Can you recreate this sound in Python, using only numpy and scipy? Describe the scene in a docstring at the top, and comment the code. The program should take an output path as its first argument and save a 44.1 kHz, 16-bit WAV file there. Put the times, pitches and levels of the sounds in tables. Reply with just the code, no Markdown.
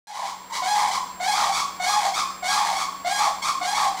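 """Two sandhill cranes call in unison outside a window, with the microphone indoors in a living room.
The male starts each call on a low note, steps up to a clear bugle and breaks into a falling rattle;
the female answers with one or two short, higher, harsh notes. Each voice is a buzzing membrane coloured
by windpipe and bill. The room rings on around the microphone; faint hoots, hum and whine lie below."""
import sys
import numpy as np
from scipy import signal
from scipy.fft import rfft, irfft, next_fast_len
from scipy.io import wavfile
from scipy.ndimage import uniform_filter1d

SR = 44100
rng = np.random.default_rng(int(sys.argv[2]) if len(sys.argv) > 2 else 0)


def wav_out(sig):
    """Save sig, one row per channel (or a flat mono array), as 16-bit PCM at SR to the path in sys.argv[1]."""
    wavfile.write(sys.argv[1], SR, np.round(np.clip(np.atleast_2d(sig).T, -1, 1) * 32767).astype(np.int16))


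N = 176400

# The male's calls. Each row: start, step up, break into rattle and end in seconds, bugle pitch in Hz,
# fundamental and overtone trims in dB.
MALE_BUGLES = [(-.04, 0.018, .1, 0.25, 826.8, -3.5, -0.5), (0.617, .672, 0.75, 0.9, 834.5, -2.5, 0),
               (1.195, 1.269, 1.346, 1.5, 832, -3.5, -0.5), (1.795, 1.86, 1.966, 2.088, 831.8, -3, 0.5),
               (2.422, 2.488, 2.585, 2.745, 826, -4, 1), (3.044, 3.104, 3.215, 3.284, 822.6, -2.5, 0),
               (3.608, 3.671, 3.72, 3.885, 820.3, -4, -0.5)]
# Points along his call: 0 is the start, 1 the step, 2 the break, 3 the end.
MALE_POINTS = [0, .2, .8, 1, 1.15, 1.8, 2.15, 2.7, 3]
# One row a point: ratio to the bugle pitch, fundamental and overtones in dB, roughness from 0 to 1.
MALE_CONTOUR = [(.865, -22.5, -24, .35), (.878, -23.5, -30.5, .2), (.895, -23.5, -27.5, 0.21),
                (.975, -29.5, -31, 0.19), (.997, -21.5, -25.5, .05), (.997, -18.5, -27.5, 0.03),
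                (1.07, -30, -36, 0.83), (1.02, -24, -33.5, 0.86), (.95, -24.5, -35.5, 0.61)]
# The female's notes. Each row: start and length in seconds, pitch in Hz, fundamental and overtone
# trims in dB.
FEMALE_ANSWERS = [(0.129, 0.067, 980, 2.5, -1), (.245, 0.078, 990, -4.5, -4.5),
                  (0.495, 0.028, 929, -6.5, -14), (0.519, 0.076, 1002, -1.5, -0.5),
                  (0.744, 0.097, 996, -0.5, -4.5), (0.907, 0.071, 1019, 0.5, -0.5),
                  (1.307, 0.16, 1123, -1, -0.5), (1.519, .11, 1136, -1.5, 1), (1.867, 0.082, 1125, 0, -0.5),
                  (2.131, 0.098, 1122, -1, .5), (2.473, .135, 1122, -1, -1), (2.751, .1, 1100, -1.5, -1),
                  (3.166, 0.11, 1091, -1, -2.5), (3.417, 0.11, 1110, -.5, 0), (3.742, 0.093, 1102, 1, -1),
                  (3.963, 0.07, 978, -2.5, -5.5)]
# Points along her note, as shares of its length.
FEMALE_POINTS = [0, .2, .45, .7, 1]
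# One row a point: ratio to the note's pitch, fundamental and overtones in dB, roughness from 0 to 1.
FEMALE_CONTOUR = [(.97, -32.5, -28, .2), (1.01, -30.5, -26.5, 0.21), (1.12, -30.5, -28.5, .85),
                  (1.02, -26.5, -27.5, .55), (.98, -27.5, -38, 0.28)]
# Each bird's syrinx: rattle rate in Hz and depth from 0 to 1; rattle pull, rough jitter and clear waver
# as shares of the pitch; overtone swell in seconds; rasp in dB.
MALE_SYRINX = dict(rattle_hz=79.88, depth=.85, pull=0.0933, jitter=.085, waver=0.0073, swell_s=0.015, rasp_db=0)
FEMALE_SYRINX = dict(rattle_hz=110.12, depth=0.64, pull=0.086, jitter=0.0704, waver=0.0089, swell_s=0.0048, rasp_db=-4)
# Colour of windpipe and bill on the overtones. Each row: frequency in Hz, gain in dB.
MALE_WINDPIPE = [(500, -10.5), (1000, 14.5), (1430, 1.5), (1660, 1.5), (1900, 8), (2150, 9.5), (2500, -3.5),
                 (2750, -4), (3300, 3.5), (3700, 2), (4200, 2.5), (5800, 1), (7500, -2.5), (10000, -9),
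                 (13000, -19), (15500, -24)]
FEMALE_WINDPIPE = [(500, -7), (1000, 17.5), (1550, 0.5), (2250, 3.5), (2750, -5), (3400, 2), (4500, 1.5),
                   (5800, 1), (7500, -3.5), (10000, -11), (13000, -21), (15500, -23)]
# Faint hoots between the calls. Each row: start in seconds, pitch in Hz, peak in dB ahead of the room.
LOW_HOOTS = [(2.27, 271, -52), (2.89, 279, -48), (3.552, 287, -45.5), (3.869, 293, -48.5)]
# The living room's tail. Each row: frequency in Hz, reverberation time in seconds.
ROOM_DECAY = [(300, 0.87), (1000, 0.53), (3000, .62), (7000, 0.61), (15000, 0.14)]
# Narrow peaks where the sound rings on. Each row: frequency in Hz, width in Hz, gain added at the peak.
RINGING_PEAKS = [(765, 19, 0.53), (1073, 11.5, 0.73), (1120, 4.7, 0.133), (1370, 8.3, 0.37), (1626, 33, 0.66),
                 (2230, 19, 0.55), (4170, 38, 0.32), (4460, 70, 0.67)]
# Room tone at the microphone. 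Each row: frequency in Hz, relative noise density in dB.
ROOM_TONE = [(25, -5), (70, -5), (130, -2), (270, 2.5), (450, 1), (1000, 7.5), (3000, -7), (8000, -14),
             (15500, -16)]
# Hum and electrical whine. Each row: frequency in Hz, level in dB.
HUM_TONES = [(61, -69), (186, -57.5), (7522, -52.5), (15040, -62)]
# The recorder's level coming up. Each row: time in seconds, gain in dB.
GAIN_RISE = [(.07, -14.5), (.25, -3), (.5, 0.5), (.68, 3)]

ATTACK_S, RELEASE_S = 0.0056, 0.036
JITTER_HZ, RATTLE_SPREAD = 149.8, .3  # speed of the pitch jitter; share by which the rattle rate wanders
SHIMMER_DB, SHIMMER_HZ = 1.2, 51.6  # unsteady loudness of the voice
CHOP_POWER = 1.08  # the rattle chops the overtones harder than the fundamental
BILL_CUT_HZ = 560  # the bill radiates little below this
HOOT_S, HOOT_RISE, HOOT_JITTER = 0.065, 0.22, 0.015  # rise and jitter as shares of the pitch
EARLY_T60_S, EARLY_DB, TAIL_DB, ROOM_EVEN_HZ = .11, 1.5, 0.5, 45
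ROOM_TONE_DB, HUM_WAVER_DB, HUM_WANDER_HZ = -47.5, .7, 1.2
SWITCH_ON_S, CUTOFF_HZ = 0.071, 15750


def male_crane():
    """The male, outside the window: low note, clear bugle, falling rattle."""
    calls = [(np.interp(MALE_POINTS, np.arange(len(marks)), marks), hz, db, overtone_db)
             for *marks, hz, db, overtone_db in MALE_BUGLES]
    return crane(calls, MALE_CONTOUR, MALE_SYRINX, MALE_WINDPIPE)


def female_crane():
    """The female, also outside: short arched notes, harshest in the middle."""
    calls = [(start + length * np.array(FEMALE_POINTS), hz, db, overtone_db)
             for start, length, hz, db, overtone_db in FEMALE_ANSWERS]
    return crane(calls, FEMALE_CONTOUR, FEMALE_SYRINX, FEMALE_WINDPIPE)


def crane(calls, contour, voice, windpipe):
    """One bird: every call follows its contour; the windpipe colours the overtones, the bill cuts bass."""
    fundamental, overtones = np.zeros(N), np.zeros(N)
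    t = np.arange(SR // 2) / SR
    for times, hz, tone_trim_db, buzz_trim_db in calls:
        start = times[0]
        ratio, tone_db, buzz_db, rough = [np.interp(t, times - start, c) for c in np.transpose(contour)]
        tone, buzz = syrinx(t, times[-1] - start, hz * ratio, rough, **voice)
        add(fundamental, start, tone * from_db(tone_db + tone_trim_db))
        add(overtones, start, buzz * from_db(buzz_db + buzz_trim_db))
    bill = signal.butter(4, BILL_CUT_HZ, "high", fs=SR, output="sos")
    return signal.sosfilt(bill, fundamental) + colour(overtones, windpipe)


def syrinx(t, length, hz, rough, rattle_hz, depth, pull, jitter, waver, swell_s, rasp_db):
    """A membrane buzzes richer as pressure builds; when rough, a rattle chops it and shakes its pitch."""
    size = len(t)
    rattle = 2 * np.pi * np.cumsum(rattle_hz * (1 + RATTLE_SPREAD * drift(rattle_hz, size))) / SR
    pitch = hz * (1 + rough * pull * np.sin(rattle) + (waver + rough * jitter) * drift(JITTER_HZ, size))
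    phase = 2 * np.pi * np.cumsum(pitch) / SR
    chop = 1 + depth * rough * np.cos(rattle)
    envelope = np.clip(t / ATTACK_S, 0, 1) * np.exp(-np.maximum(t - length, 0) / (RELEASE_S / 2))
    envelope *= from_db(SHIMMER_DB * drift(SHIMMER_HZ, size))
    richness = 1 - np.exp(-t / swell_s)
    buzz = sum(np.cos(k * phase) * richness ** (k / 5) * (k * pitch < SR / 2) for k in range(2, 22))
    pulsed_noise = rng.standard_normal(size) * (1 + np.cos(phase))
    rasp = pulsed_noise * (.25 + rough) * richness * from_db(rasp_db)  # even a clear note rasps a little
    fundamental = envelope * chop * np.sqrt(2) * np.sin(phase)
    overtones = envelope * chop ** CHOP_POWER * unit_rms(unit_rms(buzz) + rasp)
    return fundamental, overtones


def hoots():
    """Soft, slightly rising low notes, far below the cranes in level."""
    track, progress = np.zeros(N), np.linspace(0, 1, int(HOOT_S * SR))
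    for start, hz, db in LOW_HOOTS:
        pitch = hz * (1 + HOOT_RISE * (progress - .5) + HOOT_JITTER * drift(JITTER_HZ, len(progress)))
        phase = 2 * np.pi * np.cumsum(pitch) / SR
        add(track, start, from_db(db) * np.sin(np.pi * progress) * np.sin(phase))
    return track


def living_room(x):
    """At the microphone: direct sound, early reflections, a tail shortest in the treble, ringing peaks."""
    t = np.arange(SR) / SR
    noise, hz = rfft(rng.standard_normal(SR)), np.arange(SR // 2 + 1)
    centres = np.geomspace(250, 16000, 7)
    tail = 0
    for centre, weights in zip(centres, np.eye(len(centres))):
        band = irfft(noise * at_hz(np.c_[centres, weights], hz), SR)
        tail += band * unit_rms(from_db(-60 * t / at_hz(ROOM_DECAY, centre)))
    early = unit_rms(rng.standard_normal(SR) * from_db(-60 * t / EARLY_T60_S))
    response = (from_db(TAIL_DB) * tail + from_db(EARLY_DB) * early) / np.sqrt(SR)
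    response[0] += 1  # the direct sound
    indoors = signal.fftconvolve(x, even_out(response))[:N]
    ringing = sum(gain * signal.lfilter(*signal.iirpeak(f, f / width, fs=SR), indoors)
                  for f, width, gain in RINGING_PEAKS)
    return indoors + ringing


def room_tone():
    """Quiet noise around the microphone, with a wavering hum and a thin electrical whine."""
    bed = from_db(ROOM_TONE_DB) * colour(rng.standard_normal(N), ROOM_TONE)
    for hz, db in HUM_TONES:
        phase = 2 * np.pi * np.cumsum(hz + HUM_WANDER_HZ * drift(rate_hz=12.2, size=N)) / SR
        bed += np.sqrt(2) * from_db(db + HUM_WAVER_DB * drift(rate_hz=2, size=N)) * np.sin(phase)
    return bed


def even_out(response):
    """Level the broad humps and holes of a room response, keeping its fine ripple."""
    spectrum = rfft(response)
    power = uniform_filter1d(np.abs(spectrum) ** 2, size=ROOM_EVEN_HZ)
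    return irfft(spectrum / np.sqrt(power), len(response))[:len(response) * 3 // 4]


def from_db(db):
    """Decibels to gain."""
    return 10 ** (np.asarray(db) / 20)


def unit_rms(x):
    """Scale to an rms of 1."""
    return x / np.sqrt(np.mean(x ** 2) + 1e-20)


def at_hz(points, hz):
    """Read a table along log frequency."""
    freqs, values = np.transpose(points)
    return np.interp(np.log(np.maximum(hz, 1)), np.log(freqs), values)


def colour(x, spectrum):
    """Filter by a smooth spectrum, keeping the power of white noise."""
    size = next_fast_len(len(x) + 4096)
    gain = from_db(at_hz(spectrum, np.arange(size // 2 + 1) * SR / size))
    return irfft(rfft(x, size) * unit_rms(gain), size)[:len(x)]


def drift(rate_hz, size):
    """Smooth random wander of spread 1."""
    pole = np.exp(-2 * np.pi * rate_hz * 10 / SR)  # runs at a tenth of the sample rate
    slow = signal.lfilter([1], [1, -2 * pole, pole * pole], rng.standard_normal(size // 10 + 4002))[4000:]
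    return np.interp(np.arange(size) / 10, np.arange(len(slow)), unit_rms(slow))


def add(track, start_s, x):
    """Mix a sound into a track at a given time."""
    i = int(start_s * SR)
    x = x[max(-i, 0):max(N - i, 0)]
    track[max(i, 0):max(i, 0) + len(x)] += x


def scene():
    """Both cranes and the hoots reach one indoor microphone through the room, over the room tone."""
    return (living_room(male_crane() + female_crane() + hoots()) + room_tone())[None]


def record(dry):
    """The recorder switches on, fades in and cuts the top."""
    t = np.arange(N) / SR
    gain = (t > SWITCH_ON_S) * from_db(np.interp(t, *np.transpose(GAIN_RISE)))
    top_cut = signal.ellip(12, .2, 90, CUTOFF_HZ, fs=SR, output="sos")
    return signal.sosfilt(top_cut, dry * gain)


dry = scene()
out = record(dry)
wav_out(out)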